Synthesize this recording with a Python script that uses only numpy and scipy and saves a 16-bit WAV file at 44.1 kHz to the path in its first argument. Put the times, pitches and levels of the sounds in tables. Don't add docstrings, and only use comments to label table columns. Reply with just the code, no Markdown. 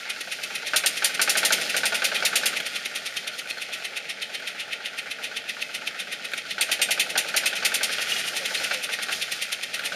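import sys
import numpy as np
from scipy import signal
from scipy.fft import rfft, irfft, next_fast_len
from scipy.io import wavfile

SR = 44100
rng = np.random.default_rng(int(sys.argv[2]) if len(sys.argv) > 2 else 0)


def unload_audio(sound):
    columns = np.transpose(np.atleast_2d(sound))
    steps = np.round(np.clip(columns, -1, 1) * 32767)
    wavfile.write(sys.argv[1], SR, steps.astype(np.int16))


def boost(x):
    u = np.asarray(x, float) / 20
    return 10 ** u


N = 438794

# pitch in Hz, width in Hz, level in dB.
CASING = [(1432, 150, 2), (1843, 220, -2), (2140, 300, -2), (2480, 520, -1.5), (3250, 330, -5),
          (4210, 1040, -9)]


def noise():
    return rng.standard_normal(N)


def rms_one(x):
    return x / np.sqrt(np.mean(x ** 2) + 1e-20)


def grains(per_s, spread_db):
    sizes = boost(spread_db * np.minimum(rng.exponential(1, N), 5))
    signs = rng.choice([-1, 1], N)
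    return rms_one(sizes * signs * (rng.random(N) < per_s / SR))


def flicker(rate, depth_db):
    knots = rng.standard_normal(200)
    position = np.arange(N) * min(rate, 19) / SR
    return boost(depth_db * np.interp(position, np.arange(len(knots)), knots))


def dull(x, hz):
    return signal.sosfilt(signal.butter(2, hz, fs=SR, output="sos"), x)


def coloured(x, spectrum):
    hz, db = np.transpose(spectrum)
    size = next_fast_len(N)
    log_hz = np.log(np.arange(size // 2 + 1) * SR / size + 1)
    gain = boost(np.interp(log_hz, np.log(hz), db))
    return rms_one(irfft(rfft(x, size) * gain, size)[:N])


def resonate(x, modes):
    out, power = 0, 0
    for k, (hz, width, db) in enumerate(modes):
        r = np.exp(-np.pi * width / SR)
        top = (-1) ** k * boost(db) * (1 - r * r) / 2
        feedback = [1, -2 * r * np.cos(2 * np.pi * hz / SR), r * r]
        out = out + signal.lfilter([top, 0, -top], feedback, x + 1e-18)
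        power += boost(2 * db) * np.pi * width / SR
    return out / np.sqrt(power)


def bursts(times, levels_db, rise_ms, hold_ms, fall_ms):
    margin = 2000
    out, ms = np.zeros(N + 10000), np.arange(-margin, 6000) * 1000 / SR
    for s, db, rise, hold, fall in np.broadcast(times, levels_db, rise_ms, hold_ms, fall_ms):
        rising = np.minimum(ms, 0) / max(rise, .2)
        falling = np.maximum(ms - hold, 0) / max(fall, 1)
        at = round(s * SR)
        out[at:at + len(ms)] += (boost(db) * np.exp(rising - falling)) ** 2
    return np.sqrt(out[margin:N + margin])


def ring(times, levels_db, hz, t60):
    clicks = np.zeros(N)
    clicks[np.minimum(np.round(np.multiply(times, SR)).astype(int), N - 1)] = boost(levels_db)
    r, w = boost(-60 / (t60 * SR)), 2 * np.pi * hz / SR
    return signal.lfilter([0, np.sin(w)], [1, -2 * r * np.cos(w), r * r], clicks + 1e-18)


def strokes():
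    # time in seconds, working cycles per minute.
    speed = [(0.0, 564.4), (0.583, 499.9), (1.022, 676.2), (1.427, 808.6), (2.237, 543.2), (2.536, 648.9),
             (3.455, 515.3), (3.792, 526.4), (3.981, 478.5), (4.864, 468.8), (6.213, 479.3), (6.508, 452.4),
             (6.918, 695.0), (7.306, 631.7), (8.359, 699.2), (8.709, 603.5), (9.094, 635.7), (9.95, 505.1)]
    # time in seconds, jet level in dB, pipe level in dB,
    # rise of the jet in ms, knock level in dB.
    light = [(0.0, -28, -19.5, 3, -28.5), (0.5, -27.5, -22, 4.9, -28), (1.6, -26, -19.5, 5.5, -27),
             (2.6, -28.5, -20, 6.3, -31), (3.2, -27.5, -21, 4.3, -37), (3.6, -31.5, -23, 13, -29),
             (3.95, -31, -19.5, 5.8, -33), (4.9, -33, -21, 6.8, -30.5), (5.3, -30.5, -20.5, 7.5, -29),
             (6.5, -32.5, -22.5, 5.5, -31.5), (7.9, -26, -18, 9.6, -19.5), (8.25, -26.5, -25.5, 26, -31),
             (8.42, -25, -19, 2.5, -24.5), (8.9, -27, -19.5, 12.4, -33), (9.25, -25, -19, 5.3, -31),
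             (9.95, -26.5, -18, 5.4, -40)]
    # knock in seconds, knock level in dB, ms until the exhaust crest,
    # jet level in dB, pipe level in dB.
    firings = [(0.7348, -10.5, 26.7, -15, -19), (0.8373, -16, 24.2, -15, -19),
               (1.0222, -14.5, 22.6, -14.5, -17.5), (1.1944, -10.5, 21.2, -14.5, -23),
               (1.276, -12, 19.2, -16.0, -21), (1.3535, -12.5, 18.7, -18.0, -18.5),
               (1.4306, -11.0, 19.6, -15.0, -19.0), (1.5061, -13.5, 17.5, -16, -17),
               (1.744, -13.5, 21.5, -21.5, -17.5), (1.8333, -13, 22.2, -19.5, -17),
               (1.9223, -15.5, 22, -24.0, -19.5), (2.0201, -14, 23.3, -18.5, -17),
               (2.1164, -20, 29.5, -28, -18.5), (2.2245, -15.0, 26.3, -16.5, -14.5),
               (2.3292, -18.5, 27.2, -16, -16), (2.4335, -17, 24.2, -17.0, -16.5),
               (6.5811, -18.0, 29.4, -19.5, -16.0), (6.691, -21.5, 25, -20.5, -16),
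               (6.792, -21, 24.8, -18.5, -14), (6.887, -21, 21, -19, -15), (6.9764, -21, 20, -18, -14),
               (7.1548, -14, 22, -18, -16), (7.3411, -15, 23.5, -16, -16.5),
               (7.435, -20.5, 23.3, -19.5, -16.5), (7.5276, -23.5, 26.4, -31, -20.5),
               (7.6254, -19.5, 24.2, -17.5, -15.5), (7.7188, -20, 23.4, -18.5, -19),
               (7.81, -20.5, 22, -19.5, -19.5)]
    # time in seconds, level in dB.
    hard_knocks = [(1.0941, -23), (2.529, -19.5), (8.71, -14.5), (8.8906, -21.5), (8.988, -20),
                   (9.085, -17.5), (9.921, -20.5)]

    t = np.arange(N + SR // 10) / SR
    turn = np.interp(t, *np.transpose(speed)) / 60
    crest = np.interp(np.arange(96), -0.9315 + np.cumsum(turn) / SR, t)
    knock_s = crest - 0.43 / np.interp(crest, t, turn)
    s, *controls = np.transpose(light)
    jet_db, pipe_db, rise, knock_db = [np.interp(crest, s, c) for c in controls]

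    chance = rng.standard_normal((len(crest), 8)).T
    hold, fall = np.full_like(rise, 3.4), np.full_like(rise, 10.4)
    thump_db, rattle_db = np.full_like(rise, -11.5), np.full_like(rise, -8.5)
    shapes = np.exp(0.23 * chance[2:5]) * [rise, hold, fall]
    chuffs = np.array([crest, jet_db + 0.74 * chance[0], pipe_db + 0.74 * chance[1], *shapes])
    knocks = np.array([knock_s, *(1.9 * chance[5:] + [knock_db, thump_db, rattle_db])])

    for s, db in hard_knocks:
        knocks[:, np.argmin(np.abs(knock_s - s))] = s, db, -16, -5.5
    for s, db, opens, jet, pipe in firings:
        k = np.argmin(np.abs(knock_s - s))
        weaker, softer = -15 - jet, -15 - db
        knocks[:, k] = s, db, -13 + 0.42 * softer, -6.5 + 0.42 * softer
        chuffs[:, k] = s + opens / 1000, jet, pipe, 0.93, 9.9 + 0.55 * weaker, 14 - 0.14 * weaker
    return chuffs[:, :-1], knocks


def cylinder(knocks):
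    # pitch in Hz, level in dB, seconds to die by 60 dB.
    crack_modes = [(1535, -1, 0.024), (2080, -20, 0.036), (2900, -24, 0.039)]
    # delay in seconds, typical level in dB.
    bounces = [(0.0104, -11), (.021, -11)]
    # pitch in Hz, width in Hz, level in dB.
    block = [(535, 190, -4), (904, 163, -1)]

    s, db, thump_db, rattle_db = knocks
    crack, uneven = 0, rng.normal(0, 1.6, (len(s), len(bounces)))
    for hz, mode_db, t60 in crack_modes:
        crack += ring(s, db + 1.0 + mode_db, hz, t60)
        for k, (delay, bounce_db) in enumerate(bounces):
            crack += ring(s + delay, db + mode_db + bounce_db + uneven[:, k], hz, t60)
    shudder = resonate(bursts(s, db - 13, .4, 4.0, 14) * noise(), [(1480, 330, 0)])
    rattle = resonate(bursts(s, db + rattle_db - 2.5, 0.21, 8.1, 10.6) * noise(), CASING)
    thump = resonate(bursts(s + 0.0025, db + thump_db - 1.5, 1.5, 6.4, 17.2) * noise(), block)
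    return dull(crack + shudder + rattle + thump, 8100)


def whistles():
    # pitch in Hz, width in Hz, typical level in dB.
    outlet = [(4220, 230, -14), (5640, 230, 1), (6270, 130, -1), (8670, 130, 5), (9850, 210, -3.5),
              (10440, 120, -1), (12900, 150, -17)]
    out = 0
    for hz, width, db in outlet:
        out = out + boost(db) * flicker(18, 5.8) * resonate(noise(), [(hz, width, 0)])
    return rms_one(out)


def exhaust(chuffs):
    # pitch in Hz, level in dB.
    jet_spectrum = [(1200, -14), (2500, -2.5), (4500, -0.5), (5300, -3.5), (6300, -4.5), (7300, -2),
                    (8500, -7), (9200, -1), (10100, -3.5), (12300, -8), (14800, -17), (15500, -19)]
    # pitch in Hz, level in dB.
    puff_spectrum = [(2500, -3), (4500, 0.5), (6000, 2.5), (7300, -4), (8800, 1), (9700, -0.5), (10500, 0),
                     (12000, -5), (13500, -15), (15500, -24)]
    # pitch in Hz, width in Hz, level in dB.
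    pipe_low = [(1868, 63, -0.5), (2080, 107, -1), (2545, 226, 2), (2954, 257, -1.5)]
    # pitch in Hz, width in Hz, level in dB.
    pipe_high = [(3120, 125, 4.5), (3576, 265, 1), (4200, 780, -6)]

    s, jet_db, pipe_db, rise, hold, fall = chuffs
    force = np.clip((jet_db + 28.0) / 11, .01, .99)
    jet_hiss = coloured(noise(), jet_spectrum) + 0.23 * whistles()
    jet = bursts(s, jet_db + 10 * np.log10(force), rise, hold, fall) * jet_hiss
    jet += bursts(s, jet_db + 20 * np.log10(force) - 3.5, rise, 2.3, 3.2) * whistles()
    puff_hiss = coloured(noise(), puff_spectrum) + 0.12 * whistles()
    puff = bursts(s, jet_db + 10 * np.log10(1 - force), rise, hold, fall) * puff_hiss
    rough_gas = rms_one(noise() + 0.9 * grains(2500, 3.6))
    drive = bursts(s, pipe_db, 1.29 * rise + 1.1, hold, 1.26 * fall) * rough_gas
    pipe = 0.71 * resonate(drive, pipe_low) + 0.57 * flicker(4.0, 1.4) * resonate(drive, pipe_high)
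    return (jet + puff + dull(pipe, 10000)) * np.sqrt(.5)


def twigs():
    # time in seconds, level in dB.
    snaps = [(2.6014, -18), (2.7244, -39), (3.3373, -32), (3.4724, -32), (3.5814, -32), (4.398, -30),
             (6.317, -27), (6.335, -18), (9.0139, -31), (9.1097, -30), (9.207, -33), (9.7922, -21),
             (9.837, -24)]
    s, db = np.transpose(snaps)
    crack = bursts(s, db - 1, 0.34, 1.4, 6.4) * noise()
    return resonate(crack, CASING) + 0.6 * dull(crack, 8400)


def panels():
    # time in seconds, level in dB.
    bracket_taps = [(3.245, -34.5), (3.335, -34), (3.51, -29.5), (3.582, -32), (8.575, -28), (9.215, -31)]
    # pitch in Hz, level in dB, seconds to die by 60 dB.
    bracket = [(4250, 0, 0.11), (4380, -4, 0.05)]
    # time in seconds, level in dB.
    panel_slaps = [(4.625, -38), (7.985, -32), (8.095, -38), (8.12, -26), (8.164, -28), (8.24, -31),
                   (8.278, -33), (9.791, -34)]
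    # pitch in Hz, level in dB, seconds to die by 60 dB.
    panel = [(2430, 0, 0.088), (2490, -13, 0.04), (2870, 4.5, 0.095), (3100, -6, 0.04), (3280, -5, 0.088),
             (3280, -7, 0.05)]

    out = 0
    for blows, modes, spread_db in ((bracket_taps, bracket, 2.5), (panel_slaps, panel, 4.0)):
        s, db = np.transpose(blows)
        uneven = rng.normal(0, spread_db, (len(s), len(modes)))
        for k, (hz, mode_db, t60) in enumerate(modes):
            out = out + ring(s, db + mode_db + uneven[:, k], hz, t60)
    return out


def frame():
    # time in seconds, level in dB, settled pitch in Hz, hold in ms.
    groans = [(8.401, -37.5, 526, 20), (8.725, -36.5, 511.5, 58)]
    t, out = np.arange(N) / SR, 0
    for s, db, hz, hold in groans:
        sagging = hz * (1 + 0.18 * np.exp(-np.abs(t - s) / 0.0126))
        tone = np.sin(2 * np.pi * np.cumsum(sagging) / SR)
        out = out + bursts([s], db, 3.3, hold, 30) * tone
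    return out


def foliage(x):
    t = np.arange(round(.4 * SR)) / SR
    fade = boost(-60 * t / 0.28)
    tail = rng.standard_normal(len(t)) * fade * (t > .004)
    return signal.fftconvolve(dull(x, 11700), tail / np.sqrt(np.sum(tail ** 2)))[:N]


def curves():
    # time in seconds, clatter in dB, rumble in dB, leaf rustle in dB.
    running_levels = [(0.0, -33.5, -49, -39.5), (0.3, -40, -50, -44.5), (0.69, -33, -44.5, -42.5),
                      (1.08, -35.5, -45, -42), (1.5, -29, -36.5, -36), (1.77, -33.5, -41, -37.5),
                      (2.08, -31.5, -39.5, -42.5), (2.44, -32.5, -39, -36), (2.83, -36.5, -47.5, -45),
                      (3.52, -39, -47.5, -48), (4.02, -38, -46.5, -52), (5.76, -37.5, -47, -49.5),
                      (6.4, -37, -47, -49), (6.79, -37, -42, -43.5), (7.84, -32, -41, -41.5),
                      (8.09, -31, -45, -33.5), (8.37, -34.5, -43.5, -43), (8.62, -30.5, -42.5, -33),
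                      (8.87, -36.5, -44.5, -44.5), (9.17, -35.5, -47, -35.5), (9.59, -37.5, -50, -45),
                      (9.95, -35.5, -41.5, -43)]
    s, *levels = np.transpose(running_levels)
    clatter, rumble, rustle = [boost(np.interp(np.arange(N) / SR, s, db)) for db in levels]
    boom = boost(-9.5) * rumble * flicker(3.04, 1.3)
    return boom, rumble, clatter, rustle


def running(knock_s, boom, rumble, clatter, rustle):
    # pitch in Hz, width in Hz, level in dB.
    boom_modes = [(185, 57, 1.5), (276, 80, -0.5)]
    # pitch in Hz, width in Hz, level in dB.
    hollows = [(425, 132, -4), (627, 127, 0.5), (865, 61, -2)]
    # pitch in Hz, level in dB.
    leaf_spectrum = [(1500, -7), (3500, 0), (5000, 0.5), (6200, -3.5), (8500, -8.5), (10700, -10.5),
                     (13000, -16.5), (15500, -23)]

    gear = 0
    for hz, width, db in CASING:
        taps = noise() + 0.98 * grains(300, 2.94)
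        gear = gear + boost(db) * np.sqrt(width) * flicker(15, 2.25) * resonate(taps, [(hz, width, 0)])
    cycle = 0.6 + bursts(knock_s, -9.5, 1.0, 73, 37)
    valve_gear = cycle * clatter * rms_one(dull(gear, 7700))
    leaves = coloured(noise() + .5 * grains(2000, 4.2), leaf_spectrum) * flicker(14, 2.6)
    low = boom * resonate(noise(), boom_modes) + rumble * resonate(noise(), hollows)
    far = boost(-64) * resonate(noise(), [(101, 145, 0)])
    return low + far + valve_gear + rustle * leaves


def scene():
    chuffs, knocks = strokes()
    blows = exhaust(chuffs) + cylinder(knocks) + twigs() + panels() + frame()
    blows = signal.sosfilt(signal.butter(2, 330, "high", fs=SR, output="sos"), blows)
    mix = blows + boost(-12) * foliage(blows) + running(knocks[0], *curves())
    return mix[None]


def top_cut(x):
    return signal.sosfilt(signal.butter(12, 16460, fs=SR, output="sos"), x)


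def record(dry):
    # pitch in Hz, width in Hz.
    notches = [(1000, 320), (7845, 300), (7845, 260)]
    x = signal.sosfilt(signal.butter(3, 110, "high", fs=SR, output="sos"), dry)
    for hz, width in notches:
        x = signal.lfilter(*signal.iirnotch(hz, hz / width, SR), x)
    x = signal.sosfilt(signal.ellip(10, .5, 60, 15300, fs=SR, output="sos"), x)
    return top_cut(x)


dry = scene()
out = record(dry)
unload_audio(out)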